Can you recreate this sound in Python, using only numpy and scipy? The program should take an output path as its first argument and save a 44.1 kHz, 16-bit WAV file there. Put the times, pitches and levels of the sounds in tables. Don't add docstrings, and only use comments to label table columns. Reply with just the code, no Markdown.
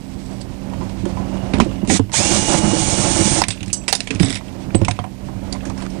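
import sys
import numpy as np
from scipy import signal
from scipy.fft import rfft, irfft, next_fast_len
from scipy.io import wavfile
from scipy.ndimage import uniform_filter1d, map_coordinates

SR = 44100
rng = np.random.default_rng(int(sys.argv[2]) if len(sys.argv) > 2 else 0)


def generate_wav(sig):
    pcm = np.round(np.clip(np.atleast_2d(sig).T, -1, 1) * 32767).astype(np.int16)
    wavfile.write(sys.argv[1], SR, pcm)


def boost_factor(decibels):
    exponent = np.asarray(decibels, float) / 20
    return 10 ** exponent


N = 264600

# [f/Hz, density/dB per Hz]
BOARD_SPECTRUM = [(15, -45), (25, 1), (65, -5.5), (98, 3), (156, -2.5), (177, -12), (193, -4.5), (254, -6),
                  (331, -8), (379, -17), (430, -14.5), (500, -28), (650, -38), (1100, -120)]
MURMUR_SPECTRUM = [(210, -23.5), (350, -1.5), (431, -14.5), (538, -5), (854, -11), (1020, -14),
                   (1130, -18.5), (2200, -27.5), (2860, -36), (4840, -120)]
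RUSTLE_SPECTRUM = [(880, -8), (1500, -3), (2310, 2.5), (3720, -1.5), (4940, -2), (5690, -3), (9880, -8.5),
                   (12800, -40), (21700, -120)]
# [f/Hz, level/dB]
FRIDGE_LINES = [(191.3, -2), (265.2, -7.5), (57.7, -6.5)]
# [t/s, gain/dB]
ROOM_GAIN = [(0, -7), (.27, -1), (.45, -2), (.75, 1), (1.27, 4), (1.6, 5), (1.82, 0), (2.06, -10), (3.3, 2),
             (3.5, -7), (3.72, -4), (3.95, -7), (4.5, -3), (4.76, -1), (5.05, -8), (5.31, -3), (5.52, 1),
             (6, 1)]
# [(start/s, end/s, level/dB, swell/dB per s), bands of (f/Hz, width/Hz, level/dB)]
DRAGS = [
    ((-.1, .42, -61.5, 24), [(7720, 250, -1), (4750, 1700, -3)]),
    ((1.25, 2.02, -56, 5), [(2850, 96, 0)]),
    ((4.21, 4.375, -32.5, -3), [(2140, 410, 4), (3630, 460, 5), (5000, 900, 0), (7700, 700, 0), (9500, 900, -6.5)]),
    ((4.11, 4.31, -30, 6), [(262, 30, 0), (195, 24, -1)]),
    ((5.78, 5.87, -42.5, 8), [(1450, 900, 17), (2300, 880, -24)]),
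]
# [t/s, peak/dB, f/Hz, joist level/dB]
BOARD_BLOWS = [(.804, -19, 206, -21), (1.035, -13, 196, -16), (1.059, -12.5, 348, -14),
               (1.197, -23, 183, -14), (1.345, -24, 194, -14), (1.536, -7, 261, -5.5),
               (1.584, -4, 205.5, -12), (1.601, .5, 220.6, -38), (1.619, -5, 235, -28),
               (1.831, -8, 203, -15), (1.896, -4, 201.5, -16), (1.995, -2, 274, -7),
               (3.416, -25.5, 172, -26), (3.482, -18.5, 179, -1.5), (4.105, -15, 269, -12),
               (4.15, -16, 190, -1), (4.204, 1, 175, -24), (4.229, -19, 191.5, -1.5),
               (4.344, -21.5, 195, -3.5), (4.747, 1.5, 196, -12), (4.7475, -8, 330, -30),
               (4.8145, -11, 340, -30), (4.21, -6, 175, -30), (3.612, -26, 190, 3), (3.672, -24, 200, 1),
               (1.66, -15, 330, -20), (4.816, -10, 194, 1), (4.85, -22, 159, 4), (4.881, -18.5, 171, 4),
               (4.91, -29, 132, 10), (4.997, -22, 141, 4)]
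# [t/s, peak/dB, f/Hz]
BIT_JOLTS = [(1.879, -16, 240), (1.909, -12, 330), (1.921, -11, 260), (1.941, -9, 190), (3.43, -18, 200),
             (2.167, -21, 147), (2.289, -15, 310), (2.384, -15, 178), (2.445, -21, 277), (2.579, -13, 317),
             (2.636, -7, 200), (2.674, -10, 204.4), (2.73, -9, 302), (2.771, -15, 319), (2.929, -18, 310),
             (3.033, -17, 291), (3.189, -12, 332), (3.2, -12, 196), (3.255, -12, 190), (3.309, -19, 132)]
# [f/Hz, t60/s]
JOIST_MODE = (101.2, 0.18)
# [t/s, peak/dB, body level/dB, t60/s]
PANEL_HITS = [(.7352, -40, 8, .12), (.8104, -42.5, 9, .14), (.8939, -33.5, -6, .08),
              (1.0535, -27.5, 1, .07), (1.1694, -48, 19.5, .13), (1.3389, -41, -14, .07),
              (1.3694, -38, 6, .053), (1.5354, -22, 2, .18), (1.5844, -26, 0, .042),
              (1.6008, -13.5, 1, .098), (1.6457, -32, -1, .12), (1.8477, -36, 3, .2),
              (1.9944, -24, 1, .052), (2.0946, -41, 4, .12), (2.1176, -26, -5, .1),
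              (3.4174, -8.5, -6.5, .06), (3.6591, -29, -15, .12), (3.8372, -34.5, -6, .063),
                  (4.4094, -48.5, 17, .08), (4.8145, -27.5, 2, .07), (4.8823, -15, -2, .07),
                  (4.9896, -30, 8, .092), (5.0404, -35.5, 10, .1), (5.2854, -59.5, 30, .04),
                  (5.5494, -39, 9.5, .13), (5.6974, -27.5, -4, .08), (5.7768, -28, -25, .2),
                  (5.8204, -29, -5, .11), (5.901, -32, -20, .07)]
# [t/s, peak/dB, ring f/Hz, mid level/dB, t60/s]
PLASTIC_HITS = [(.6983, -37.5, 2400, -3, .07), (1.7569, -42, 4400, 5, .05), (1.712, -48, 2800, 10, .07),
                (1.538, -27, 2050, 6, .1), (1.6045, -20, 2000, 3, .1), (1.8986, -15, 2000, 7, .08),
                (3.4381, -14, 2090, 1, .048), (3.5049, -11, 3450, -8, .095), (3.5734, -40, 2770, 4, .056),
                (3.6062, -29.5, 3380, 1, .07), (3.6292, -22, 1810, -5.5, .055),
                (3.6794, -26, 2370, -10, .084), (3.7005, -32, 2540, -1, .088),
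                (4.0043, -13, 2520, -4, .042), (4.0721, -19.5, 2270, -1, .065),
                (4.1061, -14, 2590, -2.5, .052), (4.1979, -16, 2330, -2, .03), (4.2028, -17, 1910, -2, .05),
                (4.1575, -26, 2500, -2, .05), (4.03, -36, 2500, -8, .08), (4.224, -24, 2600, 0, .04),
                (4.328, -27, 2000, 3, .04), (4.333, -27, 4000, 0, .04), (4.359, -24, 2310, 3, .06),
                (4.8335, -39, 4000, 0, .04), (4.959, -40, 4100, 0, .03), (4.2832, -20, 3790, -3, .11),
                (4.3525, -21, 2870, -8, .06), (4.3694, -33, 2210, 7, .076), (4.4812, -36, 3080, -2, .09),
                (4.7054, -46.5, 2300, 14, .07), (4.8479, -15.5, 2680, -3, .05),
                (4.9097, -15, 2610, -3, .045), (4.9654, -50, 2700, 15, .044),
                (5.6064, -45.5, 2400, 13, .07)]
# [t/s, peak/dB, ring f/Hz, mid level/dB, t60/s]
STEEL_HITS = [(1.8743, -21, 6680, -6, .15), (2.139, -18, 3900, -3, .07), (3.4835, -7.5, 8130, -16, .063),
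              (3.7289, -10, 8030, -21, .14), (3.8798, -7.5, 7900, -10, .1), (3.885, -9, 7220, -14, .1),
              (3.8965, -18, 7670, -12, .1), (3.933, -18, 4700, -8, .05), (3.9265, 0, 7000, -13, .07),
              (3.9514, -4.5, 7060, -20, .065), (4.148, -24, 6250, -8, .05), (4.2297, -15, 7900, -6, .06),
              (4.2465, -19, 7900, -8, .05), (4.298, -24, 8500, -10, .04), (4.306, -24, 8500, -10, .04),
              (4.343, -22, 7500, -20, .03), (4.3658, -22, 5800, -12, .04), (4.256, -25, 5380, -10, .11),
              (4.3155, -20, 3850, -8, .037), (4.7465, -19, 4000, 3, .05), (5.5248, -16, 4660, -14, .085),
              (5.6531, -24, 6560, -12, .15)]
# [f/Hz, level/dB, t60/s]
SHELL_MODES = [(720.5, 1, 0.1), (999, 0.5, 0.093), (1230, -16.5, 0.13)]
# [t/s, level/dB, f/Hz, t60/s]
KNOCKS = [(0.814, -29, 1010, .1), (1.172, -25, 1012, 0.13), (1.899, -15, 780, .07), (2.139, -15, 900, .05),
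          (3.884, -31, 2692, .2), (3.884, -24, 5001, .06), (3.927, -19, 800, .08), (3.927, -17, 3600, .025),
          (3.952, -20, 3600, .02), (4.0045, -14, 2500, .015), (4.222, -24, 9700, .03),
          (4.884, -19, 720, .1), (4.991, -25, 720, .1), (4.993, -30, 3200, .03), (5.042, -27, 750, .1),
          (4.748, -17, 720, .06), (4.849, -20, 5400, .015), (4.911, -20, 5200, .015),
          (3.4172, -12, 900, 0.035), (3.4175, -16, 2000, .02), (3.484, -30, 8130, .1),
          (3.506, -28, 8130, .1), (4.2297, -21, 7900, .03), (4.2465, -21, 7900, .035),
          (4.257, -28, 5380, .06), (4.2297, -23, 3630, .04), (3.815, -38, 2600, .03),
          (4.752, -16, 8060, 0.082), (4.885, -24, 8050, 0.046), (5.558, -29, 1050, .05),
          (5.702, -33, 1150, .04)]
# [f/Hz, level/dB, t60/s]
SCREW_MODES = [(2939, -24, .15), (5965, -10, .22), (6300, -3, .05), (6568, -8, .1), (7111, -5, .08),
               (7620, -12, .3), (7865, -15, .3), (5000, -14, .1), (8032, -2, .07), (8780, -6, .06),
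               (9582, -8, .08)]
# [t/s, level/dB]
SCREW_IMPACT = (3.729, -17.5)
# [shaft start/s, brake/s, top mesh f/Hz, spin-up/s, braking/Hz per s2]
BLIP_TRIGGER = (1.9, 1.96, 2060, .014, 3e6)
RUN_TRIGGER = (2.118, 3.36, 2872, .039, 6e4)
# [t/s, air and brush noise level/dB]
BLIP_EFFORT = [(1.878, -35), (1.908, -22.5), (1.972, -21), (1.979, -29), (1.997, -36)]
RUN_EFFORT = [(2.121, -33), (2.142, -22), (2.166, -20.5), (2.24, -22.5), (2.572, -23.5), (2.584, -21),
              (2.604, -31), (2.926, -24), (3.395, -23), (3.416, -29), (3.432, -38)]
MESH_MULTIPLES = [.3, 1, 2, 3, 4, 5]
# [level while screw bites/dB, level once free/dB, swell after/dB per s]
MESH_BITE = [(3, 1, 1), (3.5, .5, 0), (4, -2.5, 10), (-8, -3.5, 9), (0, 0, 0), (-6, -6, 0)]
# [gain at standstill/dB], nothing at full speed
MESH_STRAIN_DB = [10, 1.5, 3, 34, 14, 12]
# [f/Hz, level/dB]
CASING_RADIATION = [(500, -4), (860, 2.5), (1500, 10), (2200, 9), (2870, -.5), (4000, 11), (5000, 7.5),
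                    (5730, -0.5), (6500, -12), (8200, -9), (8600, 8.5), (9000, -5)]
# [f/Hz, density/dB per Hz]
WHIR_SPECTRUM = [(240, -22.5), (400, -13.5), (582, -2.5), (804, -12.5), (871, -8.5), (907, -7.5),
                 (1320, -12), (2800, -11), (3240, -3), (6430, -2.5), (7350, -1.5), (8410, -2.5), (9880, -9),
                 (12800, -13), (21700, -120)]
# [f/Hz, width/Hz, level/dB]
CASING_MODES = [(6550, 470, 2), (2300, 200, 9.5), (8480, 2100, -3.5)]
SHAKEN_MODES = [(203, 34, 2.5), (324, 36, 2), (570, 90, -5), (700, 60, -10)]


def seconds(length):
    return np.arange(length) / SR


def sine(hz, t):
    return np.sin(2 * np.pi * hz * t)


def unit(x):
    return x / np.sqrt(np.mean(x ** 2) + 1e-20)


def along(points, hz):
    f, v = np.transpose(points)
    return np.interp(np.log(hz + 1), np.log(f + 1), v)


def curve(rows):
    s, value = np.transpose(rows)
    return np.interp(seconds(N), s, value)


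def wobble(rate_hz):
    coarse = np.arange(0, N + 8, 8)
    knots = rng.standard_normal(int(N * rate_hz / SR) + 4)
    return np.interp(np.arange(N), coarse, map_coordinates(knots, [coarse * rate_hz / SR]))


def filtered(x, response):
    m = next_fast_len(x.shape[-1] + 2048)
    return irfft(rfft(x, m) * response(np.fft.rfftfreq(m, 1 / SR)), m)[..., :x.shape[-1]]


def resonances(bands):
    return lambda f: sum(boost_factor(db) * 1j * f * w / (c * c - f * f + 1j * f * w) for c, w, db in bands)


def rush(spectrum, grain_db, grain_hz):
    flicker = boost_factor(grain_db * wobble(grain_hz)) * rng.standard_normal(N)
    return unit(filtered(flicker, lambda hz: boost_factor(along(spectrum, hz))))


def add(track, s, sound):
    part = track[round(s * SR):][:len(sound)]
    part += sound[:len(part)]


def lingering(rows, db, t60_s):
    out, t = np.zeros(N), seconds(SR // 2)
    for s, peak_db, *_ in rows:
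        add(out, s, boost_factor(peak_db + db - 60 * t / t60_s) ** 2)
    return out


def bed_level(quiet_db, rides, driven_db, running):
    return np.hypot(boost_factor(quiet_db + rides * curve(ROOM_GAIN)), running * boost_factor(driven_db))


def fridge():
    hum = np.zeros(N)
    for hz, db in FRIDGE_LINES:
        phase = 2 * np.pi * np.cumsum(hz * (1 + 0.0115 * wobble(15))) / SR
        hum += boost_factor(db + 1.2 * wobble(9)) * np.sin(phase)
    return boost_factor(-30 + .9 * curve(ROOM_GAIN)) * hum


def board_rumble(lumps, running):
    after = lingering(BOARD_BLOWS, db=-20, t60_s=.5)
    level = np.sqrt(bed_level(-29.5, .75, -24, running) ** 2 + after)
    return boost_factor(-3.0) * level * unit(lumps * rush(BOARD_SPECTRUM, grain_db=2.0, grain_hz=50))


def murmur(lumps, running):
    level = bed_level(-40, 1.1, -34.5, running)
    return level * unit(lumps * rush(MURMUR_SPECTRUM, grain_db=2, grain_hz=60))


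def rustle(running):
    stir = lingering(PLASTIC_HITS, db=-31, t60_s=.45)
    level = np.sqrt(bed_level(-50, .6, -40, running) ** 2 + stir)
    return level * rush(RUSTLE_SPECTRUM, grain_db=1.5, grain_hz=30)


def surroundings(chuck, running):
    lumps = boost_factor(3.8 * chuck + 1.28 * wobble(18))
    return fridge() + board_rumble(lumps, running) + murmur(lumps, running) + rustle(running)


def drags():
    out, t = np.zeros(N), seconds(N)
    for (start, end, db, swell_db), bands in DRAGS:
        outside_s = np.maximum(np.maximum(start - t, t - end), 0)
        edge_db = 30 * outside_s / (end - start) / .2
        level_db = db + swell_db * (np.clip(t, start, end) - start) - edge_db
        grit = boost_factor(4 * wobble(400) + 2.9 * wobble(70)) * rng.standard_normal(N)
        out += boost_factor(level_db) * unit(filtered(grit, resonances(bands)))
    return out


def thuds():
    out, t = np.zeros(N), seconds(SR // 4)
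    joist_hz, joist_t60_s = JOIST_MODE
    joist = boost_factor(-60 * t / joist_t60_s) * sine(joist_hz, t)
    blows = [(s, db, hz, .048 * boost_factor(-.35 * db), joist_db) for s, db, hz, joist_db in BOARD_BLOWS]
    jolts = [(s, db, hz, .1, -15) for s, db, hz in BIT_JOLTS]
    for s, db, hz, t60_s, joist_db in blows + jolts:
        board = sine(hz, t) + 0.45 * sine(1.6 * hz, t)
        blow = boost_factor(-60 * t / np.clip(t60_s, .025, .16)) * board + boost_factor(joist_db) * joist
        add(out, s, boost_factor(db - 0.5) * blow * (1 - np.exp(-t / 0.0021)))
    return out


def contacts():
    panel = [(s, db, .6 * body_db - 1.5, body_db, 960, t60_s)
             for s, db, body_db, t60_s in PANEL_HITS]
    parts = [(s, db, mid_db, mid_db - 11, hz, t60_s) for s, db, hz, mid_db, t60_s in PLASTIC_HITS]
    steel = [(s, db, mid_db, mid_db - 1.5, hz, t60_s) for s, db, hz, mid_db, t60_s in STEEL_HITS]
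    return panel + parts + steel


def clinks():
    out, t = np.zeros(N), seconds(SR // 7)
    rise = 1 - np.exp(-t / .001)
    for s, db, mid_db, low_db, ring_hz, t60_s in contacts():
        t60_s = np.clip(t60_s, .015, .2)
        tilt = [(200, -11), (600, low_db + 16), (1200, low_db + 5.5), (2500, mid_db + 6),
                (5000, -4.5), (9000, -7.5)]
        modes = [(ring_hz, 300, 5)] + [(hz, 300, 4) for hz in rng.uniform(1500, 9800, size=5)]
        colour = resonances(modes)
        chatter = boost_factor(2 * np.repeat(rng.standard_normal(len(t)), repeats=60)[:len(t)])
        noise = filtered(rng.standard_normal(len(t)),
                         lambda f: boost_factor(along(tilt, f) - 3) * (1 + np.abs(colour(f))))
        decay = boost_factor(4 - 60 * t / 0.013) + boost_factor(-5.5 - 60 * t / t60_s) + boost_factor(-24 - 60 * t / .3)
        crack = chatter * noise * decay
        ring = boost_factor(along(tilt, ring_hz) - 9 - 60 * t / (0.47 * t60_s)) * sine(ring_hz, t)
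        for hz, shell_db, shell_t60_s in SHELL_MODES:
            level_db = low_db + shell_db - 12 + rng.normal(0, 1.5)
            ring += boost_factor(level_db - 60 * t / shell_t60_s) * sine(hz * rng.normal(1, 0.027), t)
        add(out, s, boost_factor(db - 3) * (crack + ring) * rise)
    return out


def pinging(rows, twin):
    out, t = np.zeros(N), seconds(SR // 3)
    for s, db, hz, t60_s in rows:
        tone = sine(hz, t) + twin * np.sin(2 * np.pi * hz * 1.0039 * t - 1.9)
        add(out, s, boost_factor(db - 60 * t / t60_s) * tone * (1 - np.exp(-t / 0.00078)))
    return out


def knocks():
    return pinging(KNOCKS, twin=0)


def dropped_screw():
    s, hit_db = SCREW_IMPACT
    return pinging([(s, hit_db + db, hz, t60_s) for hz, db, t60_s in SCREW_MODES], twin=.6)


def mesh_speed(trigger):
    start, brake, top_hz, spin_s, braking = trigger
    t = seconds(N)
    since = np.maximum(t - start, 0)
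    spin_hz = top_hz * (1 - np.exp(-since / spin_s))
    creep_hz = 45 * np.exp(-since / .22)
    return np.maximum(spin_hz - creep_hz - braking * np.clip(t - brake, 0, .1) ** 2, 100)


def gear_whine(mesh_hz, turn):
    free_s, settle_s = 2.6, .25
    since_free = seconds(N) - free_s
    load = np.clip(1 - since_free / settle_s, 0, 1)
    slow = 1 - mesh_hz / 2900
    blur = .2 + 1.3 * slow
    whine = np.zeros(N)
    for k, (bite_db, free_db, swell_db), strain_db in zip(MESH_MULTIPLES, MESH_BITE, MESH_STRAIN_DB):
        load_db = bite_db * load + free_db * (1 - load) + swell_db * np.maximum(since_free, 0)
        level_db = along(CASING_RADIATION, k * mesh_hz) + load_db + strain_db * slow
        flutter_db = 1.6 * wobble(29.92)
        whine += boost_factor(level_db + flutter_db) * np.sin(k * turn + blur * k * wobble(150))
    return whine


def motor(trigger, effort, whine_db):
    t = seconds(N)
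    brake, top_hz = trigger[1:3]
    mesh_hz = mesh_speed(trigger)
    turn = 2 * np.pi * np.cumsum(mesh_hz * (1 + 0.00041 * wobble(40))) / SR
    chuck = np.sin(turn / 160)
    speed = (mesh_hz / top_hz) ** 2
    on = np.clip(np.minimum(t - effort[0][0], effort[-1][0] - t) / 0.013, 0, 1)

    casing = resonances(CASING_MODES)
    air = rush(WHIR_SPECTRUM, grain_db=1, grain_hz=900)
    whir = unit(filtered(air, lambda f: 1 + np.abs(casing(f))))
    throb = 1 + 0.078 * np.sin(turn / 10)
    whir = boost_factor(curve(effort) + 1.1 * wobble(29.64)) * throb * whir

    whine_db = whine_db - 70 * np.maximum(t - brake, 0)
    whine = boost_factor(whine_db + 1.5) * speed * gear_whine(mesh_hz, turn)

    kicks = boost_factor(2 * chuck + 2.6 * wobble(25.01)) * rng.standard_normal(N)
    shake = boost_factor(-24.5) * (mesh_hz / 2900) ** 2 * unit(filtered(kicks, resonances(SHAKEN_MODES)))
    return on * (whir + whine + shake), on * chuck, on * speed


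def scene():
    blip, _, blip_speed = motor(BLIP_TRIGGER, BLIP_EFFORT, whine_db=-47)
    run, chuck, run_speed = motor(RUN_TRIGGER, RUN_EFFORT, whine_db=-39)
    mono = surroundings(chuck, blip_speed + run_speed) + drags() + thuds() + clinks()
    mono = mono + knocks() + dropped_screw() + blip + run
    return 2 * np.array([mono, mono])


def top_cut(x):
    return signal.sosfilt(signal.butter(12, 15300, fs=SR, output="sos"), x)


def record(dry):
    mic = filtered(dry[1], lambda hz: hz / np.hypot(hz, 30) / (1 + (hz / 10050) ** 200))
    mic = mic / (1 + np.abs(mic) ** 14) ** (1 / 14)
    leak = filtered(mic, lambda hz: boost_factor(-22.5) / (1 + 1j * hz / 330))
    power = np.abs(uniform_filter1d(mic ** 2, size=9000))
    leak = leak * boost_factor(-8 / (1 + (power / boost_factor(-34)) ** 2))
    treble = uniform_filter1d(filtered(mic, lambda hz: hz > 3000) ** 2, size=1500)
    quiet = 1 / (1 + (treble / boost_factor(-71)) ** 2)
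    hiss = filtered(rng.standard_normal((2, N)), lambda hz: 1 / (1 + (hz / 14600) ** 30))
    hiss = hiss * [boost_factor(-69.5) * np.ones(N), boost_factor(-52.5) * quiet]
    return top_cut(np.array([leak, mic]) + hiss)


dry = scene()
out = record(dry)
generate_wav(out)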